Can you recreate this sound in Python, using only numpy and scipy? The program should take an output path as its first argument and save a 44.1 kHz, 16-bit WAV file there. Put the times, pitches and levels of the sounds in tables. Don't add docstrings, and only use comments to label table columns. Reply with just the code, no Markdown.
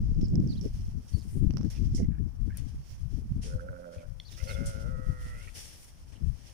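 import sys
import numpy as np
from scipy import signal
from scipy.fft import rfft, irfft, next_fast_len
from scipy.io import wavfile

SR = 44100
rng = np.random.default_rng(int(sys.argv[2]) if len(sys.argv) > 2 else 0)


def digitize_waveform(pressure):
    field = np.atleast_2d(pressure).T
    bounded = np.clip(field, -1, 1)
    quanta = np.round(bounded * 32767).astype(np.int16)
    wavfile.write(sys.argv[1], SR, quanta)


N = 287973
T = np.arange(N) / SR


def gain_of(db):
    return 10 ** (np.asarray(db) / 20)


def evened(x):
    return x / np.sqrt(np.mean(x ** 2) + 1e-20)


def read(points, hz):
    point_hz, value = np.transpose(points)
    return np.interp(np.log(hz + 1), np.log(point_hz), value)


def follow(rows, t):
    s, *columns = np.transpose(rows)
    return [np.interp(t, s, column) for column in columns]


def shaped(x, curve):
    length = x.shape[-1]
    size = next_fast_len(length)
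    gain = gain_of(curve(np.fft.rfftfreq(size, 1 / SR)))
    return irfft(rfft(x, size) * gain, size)[..., :length]


def wander(size, hz):
    return evened(shaped(rng.standard_normal(size), lambda f: -20 * np.log10(1 + (f / hz) ** 4)))


def panned(x, pan_db):
    return x * evened(gain_of([[pan_db / 2], [-pan_db / 2]]))


def add(mix, s, sound):
    part = mix[:, max(round(s * SR), 0):][:, :sound.shape[-1]]
    part += sound[..., :part.shape[1]]


def resonate(x, hz, width_hz):
    turn = np.exp(2j * np.pi * np.cumsum(hz * np.ones(len(x))) / SR)
    r = np.exp(-np.pi * width_hz / SR)
    return 2 * (turn * signal.lfilter([1 - r], [1, -r], x / turn + 1e-18)).real


def steadied(x, seconds):
    window = np.hanning(int(seconds * SR) + 3)
    weight = signal.fftconvolve(np.ones(len(x)), window, "same")
    power = signal.fftconvolve(x ** 2, window, "same") / weight
    return x / np.sqrt(abs(power) + 1e-9)


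def swell(s, db, length, rise):
    u = (T - s) / length
    side = np.where(u < 0, rise, 1 - rise)
    return gain_of(db) ** 2 * np.exp(-np.minimum((u / side) ** 2, 50))


# [pitch_hz, level_db per Hz, relative]
AIR_COLOUR = [(20, 19), (70, 14.5), (140, 4.5), (250, 10), (450, 2), (900, 1), (1600, -5), (2500, -12),
              (4000, -25), (9000, -17.5)]


def open_air(level_db=-62.5):
    return gain_of(level_db) * evened(shaped(rng.standard_normal((2, N)), lambda f: read(AIR_COLOUR, f)))


# [pitch_hz, level_db per Hz, relative]
RUMBLE_COLOUR = [(8, -10), (25, -2), (60, 1), (100, -3), (160, -12), (240, -33), (350, -61), (600, -100),
                 (1200, -73.5)]
# [pitch_hz, level_db per Hz, relative]
FLUTTER_COLOUR = [(50, -37), (130, 9), (210, 8), (320, -4), (470, -18.5), (700, -35), (1100, -57),
                  (3000, -91)]
# [time_s, left_level_db, right_level_db]
BREEZE_LEVELS = [(-0.0, -21, -27.5), (0.53, -33, -34), (0.89, -29.5, -35.5), (1.12, -49.5, -53),
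                 (1.43, -20.5, -32), (1.8, -34.5, -43.5), (1.96, -25, -25), (2.22, -36.5, -45),
                 (2.67, -31.5, -51), (2.97, -52, -79), (3.54, -33.5, -34.5), (3.95, -64.5, -59.5),
                 (4.53, -30, -60), (4.88, -42.5, -65), (5.48, -38, -63), (5.87, -55, -53), (6.09, -44, -59),
                 (6.53, -46, -62)]
# [peak_s, level_db, length_s, left_minus_right_db, small_against_large_eddies_db]
WIND_GUSTS = [(0.178, -23.5, 0.047, 24, -4.5), (0.227, -22, 0.027, -5, 5), (0.361, -23.5, 0.2, -2, 4),
              (0.513, -28, 0.017, -11, 3.5), (0.659, -26, 0.011, 29, 3), (0.964, -27, 0.04, 40, -3),
              (1.152, -28, 0.066, 35, -7.5), (1.425, -24.5, 0.092, 34, 3), (1.547, -30.5, 0.081, -4.5, 3.5),
              (1.638, -21.5, 0.05, 16, -6.5), (1.823, -20, 0.09, 21, -4.5), (2.022, -23.5, 0.024, -21, 5),
              (2.082, -27, 0.092, 33, -8), (2.213, -23.5, 0.072, 22, -12), (2.432, -22, 0.077, 28, -7),
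              (2.52, -36, 0.036, -18, -21), (2.768, -33, 0.064, -26, -34), (2.93, -37, 0.08, -17, -27),
              (3.037, -27, 0.068, 32, -29), (3.15, -25, 0.076, 25, -6), (3.298, -33.5, 0.17, -10, -9.5),
              (3.374, -26, 0.039, 28, -4.5), (3.548, -21.5, 0.02, 30, -20), (3.704, -32, 0.024, 3, -16),
              (3.977, -33, 0.021, 14, -8), (4.102, -33.5, 0.1, 39, -31), (4.587, -29, 0.11, 17, -13),
              (4.672, -28, 0.044, -19, -15), (4.76, -29.5, 0.028, 29, -0.5), (4.877, -28, 0.19, 15.5, -16),
              (5.085, -23.5, 0.05, 16, -11), (5.245, -34, 0.15, -20, -21), (6.011, -47.5, 0.07, -14, -8),
              (6.26, -20, 0.068, 42, -12.5)]
BREEZE_EDDIES_DB = -10
EDDY_GROWTH = 0.3


def wind(port, full_breeze_db=-27, lumpiness=0.83, level_db=-1.0, unrest_db=1.5):
    breeze_db = follow(BREEZE_LEVELS, T)[port] + unrest_db * wander(N, 8.1)
    power = gain_of(breeze_db) ** 2
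    eddies_db = BREEZE_EDDIES_DB + EDDY_GROWTH * (breeze_db - full_breeze_db)
    small = power * gain_of(eddies_db) ** 2
    for s, db, length, pan_db, gust_eddies_db in WIND_GUSTS:
        port_db = min((pan_db, -pan_db)[port], 0)
        gust = swell(s, db + port_db, length, rise=0.34)
        power = power + gust
        small = small + gust * gain_of(gust_eddies_db) ** 2
    slow = evened(shaped(rng.standard_normal(N), lambda f: read(RUMBLE_COLOUR, f)))
    lumps = rng.standard_normal(N) * np.exp(lumpiness * wander(N, 29.4))
    quick = evened(shaped(lumps, lambda f: read(FLUTTER_COLOUR, f)))
    eddies = steadied(slow + quick * np.sqrt(small / power), 0.11)
    return gain_of(level_db) * np.sqrt(power) * eddies


# [centre_s, peak_db, width_s, left_minus_right_db]
WIND_BUFFETS = [(.185, -19.5, 0.0021, 25), (0.378, -23, 0.0013, 10), (.401, -19, .0012, 23),
                (.5, -25, 0.0014, -18), (0.661, -26, 0.00069, 35), (1.149, -17.5, 0.0018, 39),
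                (1.372, -23, .0011, 30), (1.471, -17, 0.002, 28), (1.648, -25, 0.00094, 18),
                (1.95, -23.5, 0.0011, -16), (2.003, -21.5, 0.00068, -32), (2.032, -21, 0.0013, -20),
                (2.088, -21, .0014, 28), (2.12, -21.5, 0.0017, 28), (3.319, -21.5, 0.0018, -31),
                (3.365, -25.5, 0.0014, 25), (4.434, -27.5, 0.0026, 24), (5.101, -24, 0.0016, 12)]


def buffets(wake_db=-10, wake_s=0.018):
    out = np.zeros((2, N))
    t = np.arange(-SR // 20, SR // 20) / SR
    for s, db, width, pan_db in WIND_BUFFETS:
        u = t / width
        eddy = -u * np.exp((1 - u ** 2) / 2)
        flurry = evened(signal.fftconvolve(rng.standard_normal(len(t)), eddy, "same"))
        flurry *= gain_of(wake_db) * np.exp(-(t / wake_s) ** 2)
        add(out, s + t[0], panned(gain_of(db) * (eddy + flurry), pan_db))
    return out


# [pitch_hz, level_db per Hz, relative]
GRAIN_COLOUR = [(530, -1), (900, -8), (1080, -12.5), (1430, -8), (1880, -2.5), (2360, -3), (2860, -1.5),
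                (3260, -0.5), (3850, -6), (5570, 7.5), (7590, -10.5), (9290, -3.5), (11800, -13.5),
                (14600, -15.5), (15500, -8)]
# [pitch_hz, left_minus_right_db]
PORT_BALANCE = [(1000, -0.5), (2000, -2.5), (2800, -4), (4000, -4.5), (5500, -15.5), (7000, -1.5),
                (8500, 10), (12000, 9), (15000, -8)]


def grainy_noise(size, tilt, grain=0.19):
    grains = rng.standard_normal((2, size)) * np.exp(grain * wander(size, 1400))
    sides = np.array([[0.5], [-0.5]])

    def colour(f):
        balance = read(PORT_BALANCE, f)
        return read(GRAIN_COLOUR, f) + tilt(f) + sides * balance - 0.47 * abs(balance)
    return evened(shaped(grains, colour))


# [time_s, level_db, left_minus_right_db]
HISS_LEVELS = [(0, -72.5, -17.5), (.55, -69, -8), (1.05, -73, -8), (1.5, -72, -9), (1.85, -62.5, -8),
               (2.15, -74.5, -5), (2.72, -66, -2.5), (3.7, -69, 0), (4.15, -70.5, 0), (4.7, -54.5, -2),
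               (5.02, -70, 0.5), (5.5, -59, 7), (5.8, -59, -2), (6, -65, 0.5), (6.3, -67, 0)]
# [peak_s, level_db, length_s, fizz_against_body_db, left_minus_right_db]
HISS_SWELLS = [(0.742, -64, 0.49, -3, -6), (1.193, -63, 0.17, 1, -2.5), (1.358, -64, 0.1, 1.5, 4.5),
               (2.633, -67, 0.15, -10, 8), (2.908, -65.5, 0.082, 0.5, -16), (3.146, -73, 0.045, -1, -23),
               (3.96, -65.5, 0.11, -10, 5), (4.367, -57, 0.13, -1.5, -10), (4.509, -50.5, 0.081, -2.5, -4),
               (5.27, -61, 0.26, -6, 3.5), (5.828, -64, 0.11, 6, 0), (6.508, -56.5, 0.16, -7.5, -1.5)]


def hiss(fizz_db=-6.0, split_hz=7300, flicker_db=2.14, lean_db=6, fizz_lean_db=6):
    steady_db, steady_pan_db = follow(HISS_LEVELS, T)
    sides = np.array([[1], [-1]])
    body = gain_of(steady_db) ** 2 * gain_of(sides * steady_pan_db)
    fizz = body * gain_of(fizz_db) ** 2
    for s, db, length, bright_db, pan_db in HISS_SWELLS:
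        power = swell(s, db, length, rise=0.54) * gain_of(sides * pan_db)
        body = body + power
        fizz = fizz + power * gain_of(bright_db) ** 2
    low = grainy_noise(N, lambda f: -10 * np.log10(1 + (f / split_hz) ** 16))
    high = grainy_noise(N, lambda f: -10 * np.log10(1 + (split_hz / (f + 1)) ** 16))
    low = low * np.sqrt(body * gain_of(sides * lean_db))
    high = high * np.sqrt(fizz * gain_of(sides * fizz_lean_db))
    return (low + high) * gain_of(flicker_db * wander(N, 18.7))


# [start_s, level_db, rise_s,
# hold_s from the start, fall_by_60_db_s, tilt_db per octave, top_edge_hz, left_minus_right_db]
STRAW_SCUFFS = [(1.074, -59, 0.0083, 0.019, 0.27, 2, 10000, 3),
                (1.7, -50, .001, 0.014, 0.18, 1.5, 15500, 4),
                (1.708, -56.5, 0.0076, 0.062, 0.35, -1, 14000, 0),
                (1.948, -47.5, 0.00053, 0.023, 0.2, 13.5, 8100, -4.5),
                (2.5713, -33.5, 0.00043, 0.00064, 0.018, 14, 15500, 9),
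                (2.572, -50.5, 0.0025, 0.013, 0.13, 0.5, 11000, 8),
                (3.413, -48.5, 0.015, 0.05, 0.38, 1.5, 10500, 4.5),
                (4.656, -42.5, 0.0036, 0.016, 0.2, 10.5, 9000, 10),
                (5.539, -44, 0.022, 0.053, 0.72, 2.5, 13400, 6),
                (6.118, -54, 0.0082, 0.0066, 0.38, -2.5, 11000, 9)]


def scuffs(clumps_db=0.8, clumps_hz=150):
    out, t = np.zeros((2, N)), np.arange(SR // 2) / SR
    for s, db, rise, hold, t60, tilt_db, top_hz, pan_db in STRAW_SCUFFS:
        stroke = np.minimum(t / rise, 1) * gain_of(db - 60 * np.maximum(t - hold, 0) / t60)

        def tilt(f):
            return tilt_db * np.log2((f + 100) / 6000) - 10 * np.log10(1 + (f / top_hz) ** 10)
        clumps = gain_of(clumps_db * wander(len(t), clumps_hz))
        add(out, s, panned(grainy_noise(len(t), tilt) * stroke * clumps, pan_db))
    return out


# [start_s, level_db, centre_hz, length_s]
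PEN_SCRAPES = [(0.268, -63.5, 5000, 0.037), (1.176, -61, 4950, 0.055), (1.745, -63, 2530, 0.048),
               (1.973, -63, 2130, 0.037), (2.013, -67.5, 2190, 0.052), (2.102, -69.5, 1670, 0.098),
               (2.494, -59.5, 1610, 0.041), (2.541, -61.5, 1840, 0.037), (3.974, -65.5, 2300, 0.058),
               (6.151, -64.5, 2940, 0.024)]


def scrapes(spread=0.091, pan_db=-7, slips_hz=130, upper_ratio=1.29, upper_db=-9, fade_db=-6):
    out = np.zeros((2, N))
    for s, db, centre_hz, length in PEN_SCRAPES:
        size = int(length * SR)
        hz = centre_hz * (1 + 0.05 * wander(size, 35))
        turns = np.cumsum(slips_hz * np.exp(0.34 * wander(size, 100))) / SR
        grit = rng.standard_normal(size) * np.exp(-(turns % 1) / 0.25)
        lower = resonate(resonate(grit, hz, spread * centre_hz), hz, centre_hz / 2)
        upper_hz, upper_width = upper_ratio * hz, 3 * spread * centre_hz
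        upper = resonate(resonate(grit, upper_hz, upper_width), upper_hz, upper_width)
        ring = evened(evened(lower) + gain_of(upper_db) * evened(upper))
        fade = gain_of(db + fade_db * np.linspace(-0.5, 0.5, size))
        add(out, s, panned(ring * signal.windows.tukey(size, 0.3) * fade, pan_db))
    return out


# [time_s, peak_db, left_minus_right_db, share_that_rattles_on, dull_body_db]
HOUSING_TICKS = [(.147, -46, -18, 0.097, -5), (0.2123, -40.5, -19, 0.23, -14),
                 (0.355, -31.5, -26, 0.03, -6), (.401, -43, -20, .05, -12), (0.4743, -45, -22, 0.33, -32),
                 (0.612, -39.5, -22, 0.33, -19), (0.654, -41.5, -22, 0.57, -17),
                 (1.507, -29, -36, 0.058, 1.5), (1.537, -34.5, -28, 0.05, 6),
                 (1.5704, -28.5, -30, 0.035, 6), (1.5813, -39, -24, 0.18, -10), (1.611, -39, -30, 0.17, -2),
                 (1.631, -35.5, -24, 0.05, 7), (1.6482, -42, -24, 0.078, 2), (6.224, -51, 5.0, 0.091, 1)]
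# [pitch_hz, level_db per Hz, relative]
HOUSING_COLOUR = [(300, 5.5), (800, -2.5), (1600, -11), (2800, -14), (4000, -20.5), (5500, 0),
                  (6500, -16.5), (8000, -28), (15000, -34)]


def ticks(rattle_t60=0.19, body_hz=2480):
    out, lead = np.zeros((2, N)), 0.005
    t = np.arange(SR // 8) / SR - lead
    for s, db, pan_db, rattle, body_db in HOUSING_TICKS:
        snap = np.exp(-abs(t - 0.001) / 0.0005)
        blow = snap + (t > 0) * rattle * gain_of(-60 * abs(t) / rattle_t60)

        def colour(f):
            return read(HOUSING_COLOUR, f) + body_db / (1 + (f / body_hz) ** 4)
        tick = shaped(blow * rng.standard_normal(len(t)), colour)
        add(out, s - lead, panned(tick / abs(tick).max() * gain_of(db), pan_db))
    return out


# [pitch_hz, level_db, fall_by_60_db_s]
CLACK_RINGS = [(2100, -16.5, 0.02), (3410, 6.5, 0.0074), (4240, -5, 0.0093), (5540, -12, 0.0096)]


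def clack(start_s=4.1995, level_db=-28.5):
    out, t = np.zeros((2, N)), np.arange(SR // 10) / SR
    ring = sum(gain_of(db - 60 * t / t60) * np.sin(2 * np.pi * hz * t) for hz, db, t60 in CLACK_RINGS)
    add(out, start_s, gain_of(level_db) * ring * np.minimum(t / 0.0019, 1))
    return out


# [start_s, length_s, top_pitch_hz,
# share_of_pitch_climbed (negative starts above), share_of_pitch_lost_by_the_end, raggedness 0-1,
# share_of_second_voice, level_db, left_minus_right_db]
BIRD_CHIRPS = [(0.237, 0.032, 5320, .06, 0.097, 0.4, 0.59, -54.5, -24),
               (0.484, 0.054, 4680, -.05, 0.19, 0.2, .45, -54, -25),
               (0.529, .02, 4750, 0.11, .02, .3, .4, -58, -20),
               (0.551, 0.018, 3370, .02, .02, .6, .3, -63.5, -13),
               (0.564, 0.035, 4080, .06, .19, .7, 0.53, -61, -13),
               (1.128, 0.048, 4530, .03, 0.026, 0.15, .1, -57.5, -14),
               (4.245, 0.059, 4700, .1, 0.24, 0.15, .6, -58, 13),
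               (4.319, 0.046, 3840, 0.157, 0.1, .8, 0.74, -61.5, 8),
               (4.475, 0.042, 4450, 0.036, 0.18, 0.12, .1, -53.5, 6),
               (4.51, 0.016, 3730, 0.036, 0.02, 0.3, .2, -57, 11),
               (4.532, 0.03, 3480, 0.076, 0.043, 0.15, .1, -54.5, 20)]


def bird(buzz_hz=450, crest=0.46, warble=0.045, second_ratio=0.915):
    out = np.zeros((2, N))
    for s, length, top_hz, climb, fall, ragged, second, db, pan_db in BIRD_CHIRPS:
        u = np.arange(0, length, 1 / SR) / length
        size = len(u)
        before = np.maximum(1 - u / crest, 0)
        after = np.maximum(u - crest, 0) / (1 - crest)
        hz = top_hz * (1 - climb * before ** 2 - fall * np.sin(np.pi / 2 * after) ** 2)
        turns = np.cumsum(hz * (1 + warble * ragged * wander(size, 400))) / SR
        voices = np.sin(2 * np.pi * turns) + second * np.sin(2 * np.pi * second_ratio * turns)
        whistle = evened(voices * (1 + ragged * wander(size, buzz_hz)))
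        add(out, s, panned(whistle * signal.windows.tukey(size, 0.4) * gain_of(db), pan_db))
    return out


# [centre_s, length_s, lowest_resonance_change_db, upper_resonances_change_db]
LARYNX_JERKS = [(3.512, 0.04, -4.5, 9), (3.534, .018, 1.5, 10), (3.601, .026, -8, 19),
                (3.688, 0.023, -4, 19), (3.717, .012, -5, -2), (3.731, .024, 2, 13),
                (3.765, 0.028, -4.5, 13.5), (3.82, 0.017, -4, 1), (3.847, 0.032, -2, 13),
                (3.874, 0.018, 4, 0), (3.903, 0.014, -4, 4), (3.938, 0.039, -1, 9.5), (4.048, 0.037, 2, 12),
                (4.45, 0.038, -2, -25), (4.502, 0.05, -0.5, 4.5), (4.542, 0.019, -5.5, -12),
                (4.772, 0.015, -4, -1), (4.893, 0.027, -6, 0), (4.97, .018, -11, -1),
                (5.466, 0.016, 0, -18), (5.48, .015, 0, 7)]


def quaver(t, sweep=0.087):
    s, length, low_db, upper_db = np.transpose(LARYNX_JERKS)
    u = 2 * (t[:, None] - s) / length
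    jerk = np.exp(-u ** 2 * np.log(2))
    share = (upper_db / abs(upper_db).max()).clip(0)
    return jerk @ low_db, jerk @ upper_db, 1 + sweep * (u * jerk) @ share


# [time_s, roughness 0-1]
HOARSENESS = [(3.43, 0.38), (3.8, 0.42), (4.08, 0.65), (4.39, 0.55), (4.5, 0.6), (4.6, .38), (4.72, 0.28),
              (4.87, 0.36), (5, 0.25), (5.12, .14), (5.27, 0.17), (5.37, 0.36), (5.45, 0.6), (5.48, .85)]
# [time_s, pitch_factor]
MOUTH_OPENING = [(3.45, 0.78), (3.52, 0.94), (3.74, 1), (4.08, 1.025), (4.37, 0.87), (4.42, 1), (4.8, 1),
                 (4.95, 0.88), (5.12, 0.885), (5.33, 0.895), (5.4, .965), (5.45, 1.07), (5.48, .89)]
# [time_s, level_db]
THIRD_RESONANCE = [(4.37, 0), (4.41, 3.5), (4.58, -2), (4.83, -15), (5.1, -4.5), (5.3, 2), (5.46, 2.5)]
# [time_s, level_db]
VOICE_EFFORT = [(3.43, -11), (3.47, -2), (3.56, 1.5), (3.72, 0), (3.88, 1.5), (3.92, -0.5), (4.02, -5.5),
                (4.075, -15), (4.37, -24), (4.41, -10.5), (4.5, 0.5), (4.62, 0), (4.73, -3.5), (4.98, -3.5),
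                (5.17, -13), (5.38, -15.5), (5.44, -25), (5.5, -26)]
WEAK_PULSE, PUFF_SHARE = 0.35, 0.25
QUAVER_SAG = 0.0075
RASP_ABOVE, RASP_WIDTH_HZ = 1.2, 680
RASP_GROWTH = 1.5


def bleat(melody, throat, level_db, chest_db, rasp_db, jitter, puff,
          shimmer=0.34, tremor=0.0067, flutter_db=2.0):
    t = np.arange(melody[0][0], melody[-1][0], 1 / SR)
    size = len(t)
    curves = (melody, MOUTH_OPENING, THIRD_RESONANCE, VOICE_EFFORT)
    (pitch,), (mouth,), (third_db,), (effort_db,) = (follow(curve, t) for curve in curves)
    low_db, upper_db, glide = quaver(t)
    rough = np.clip(follow(HOARSENESS, t)[0], 0, 1)
    unsteady = jitter * wander(size, 69.3) + tremor * wander(size, 16.45)
    turns = np.cumsum(pitch * (1 + rough * unsteady)) / SR
    folds = evened(sum(np.cos(2 * np.pi * k * turns) for k in np.arange(1, 35)))
    folds *= 1 + WEAK_PULSE * rough * np.cos(np.pi * turns)
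    uneven = shimmer * rough * wander(size, 38)
    air = evened(np.exp(-(turns % 1) / PUFF_SHARE) * rng.standard_normal(size))
    voice = np.zeros(size)
    for k, (centre_hz, width, trim_db, by_effort, by_mouth) in enumerate(throat):
        hz = centre_hz * mouth ** by_mouth * (glide if k else 1 + QUAVER_SAG * low_db)
        db = trim_db + by_effort * effort_db + (upper_db if k else low_db) + third_db * (k == 2)
        drive = folds * np.exp((k + 1) / 2 * uneven) + (1 + k) * puff * rough * air
        ring = resonate(resonate(resonate(drive, hz, width), hz, 2 * width), hz, 5 * width)
        voice += steadied(ring, 0.045) * gain_of(db)
    rasp_hz = RASP_ABOVE * hz
    rasp = resonate(resonate(drive, rasp_hz, RASP_WIDTH_HZ), rasp_hz, RASP_WIDTH_HZ)
    rasp = steadied(rasp, 0.035) * rough ** RASP_GROWTH * gain_of(db + rasp_db)
    chest = evened(resonate(resonate(folds, 176, 65), 219.0, 72)) * gain_of(effort_db + chest_db)
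    flutter = flutter_db * rough * wander(size, 35)
    return gain_of(level_db + flutter) * (voice + rasp + chest) * signal.windows.tukey(size, 0.035)


# [time_s, pitch_hz]
LOW_MELODY = [(3.431, 84.6), (3.456, 89.2), (3.5, 85.2), (3.556, 88.7), (3.599, 85.33), (3.696, 93.3),
              (3.745, 87.93), (3.889, 86.1), (4.074, 83.2)]
# [time_s, pitch_hz]
LONG_MELODY = [(4.365, 86.2), (4.42, 87.94), (4.485, 111), (4.505, 111), (4.528, 97), (4.562, 110),
               (4.608, 112.7), (4.64, 109.7), (4.712, 110), (4.772, 107.4), (4.828, 109.7), (4.882, 127.9),
               (4.93, 130.6), (5.1, 127.9), (5.281, 124.7), (5.4, 116), (5.45, 98), (5.505, 125.4)]
# [centre_hz, narrowest_width_hz, level_db, share_of_effort, share_of_mouth_movement]
LOW_RESONANCES = [(540, 54, 0.8, 1, 0.79), (1425, 190, -19, .6, .05)]
# [centre_hz, narrowest_width_hz, level_db, share_of_effort, share_of_mouth_movement]
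LONG_RESONANCES = [(530, 84, 0.3, 1.06, 0.3), (1412, 112, -5, 0.45, 0.54), (2125, 118, -7.3, 0.3, 0.87)]


def sheep(pan_db=-10.0):
    out = np.zeros((2, N))
    low = bleat(LOW_MELODY, LOW_RESONANCES, level_db=-48.5, chest_db=-7, rasp_db=-7,
                jitter=0.055, shimmer=0.6, puff=2.2)
    add(out, LOW_MELODY[0][0], low)
    long = bleat(LONG_MELODY, LONG_RESONANCES, level_db=-46.5, chest_db=-19, rasp_db=4.5,
                 jitter=0.025, puff=1.0, tremor=0.026)
    add(out, LONG_MELODY[0][0], long)
    out[0] = np.roll(out[0], 19)
    return panned(out, pan_db)


def sparse_taps(size):
    return rng.standard_normal((2, size)) * (rng.random((2, size)) < 2000 / SR)


def pen(x, t60=0.34):
    t = np.arange(SR // 3) / SR
    taps = sparse_taps(len(t)) * (t > 0.004) * gain_of(-60 * t / t60)
    return signal.fftconvolve(x, taps / np.linalg.norm(taps[0]), axes=1)[:, :N]


def yard(x, delay_s=0.06, t60=1.0, dull_hz=2000):
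    t = np.arange(SR) / SR
    taps = sparse_taps(SR) * np.minimum(t / delay_s, 1) ** 2 * gain_of(-60 * t / t60)
    tail = shaped(taps / np.linalg.norm(taps[0]), lambda f: -10 * np.log10(1 + (f / dull_hz) ** 2))
    return signal.fftconvolve(x.mean(0)[None], tail, axes=1)[:, :N]


def scene():
    gusts = np.array([wind(port) for port in range(2)])
    near = scrapes() + clack() + bird() + sheep()
    echoes = gain_of(-15) * pen(near) + gain_of(-13) * yard(near)
    return open_air() + gusts + buffets() + hiss() + scuffs() + ticks() + near + echoes


def record(dry, edge_hz=15500):
    started = dry * np.minimum(T / 0.01, 1)
    band_limit = signal.firwin(255, edge_hz, window=("kaiser", 9), fs=SR)
    return signal.oaconvolve(started, band_limit[None], "same")


dry = scene()
out = record(dry)
digitize_waveform(out)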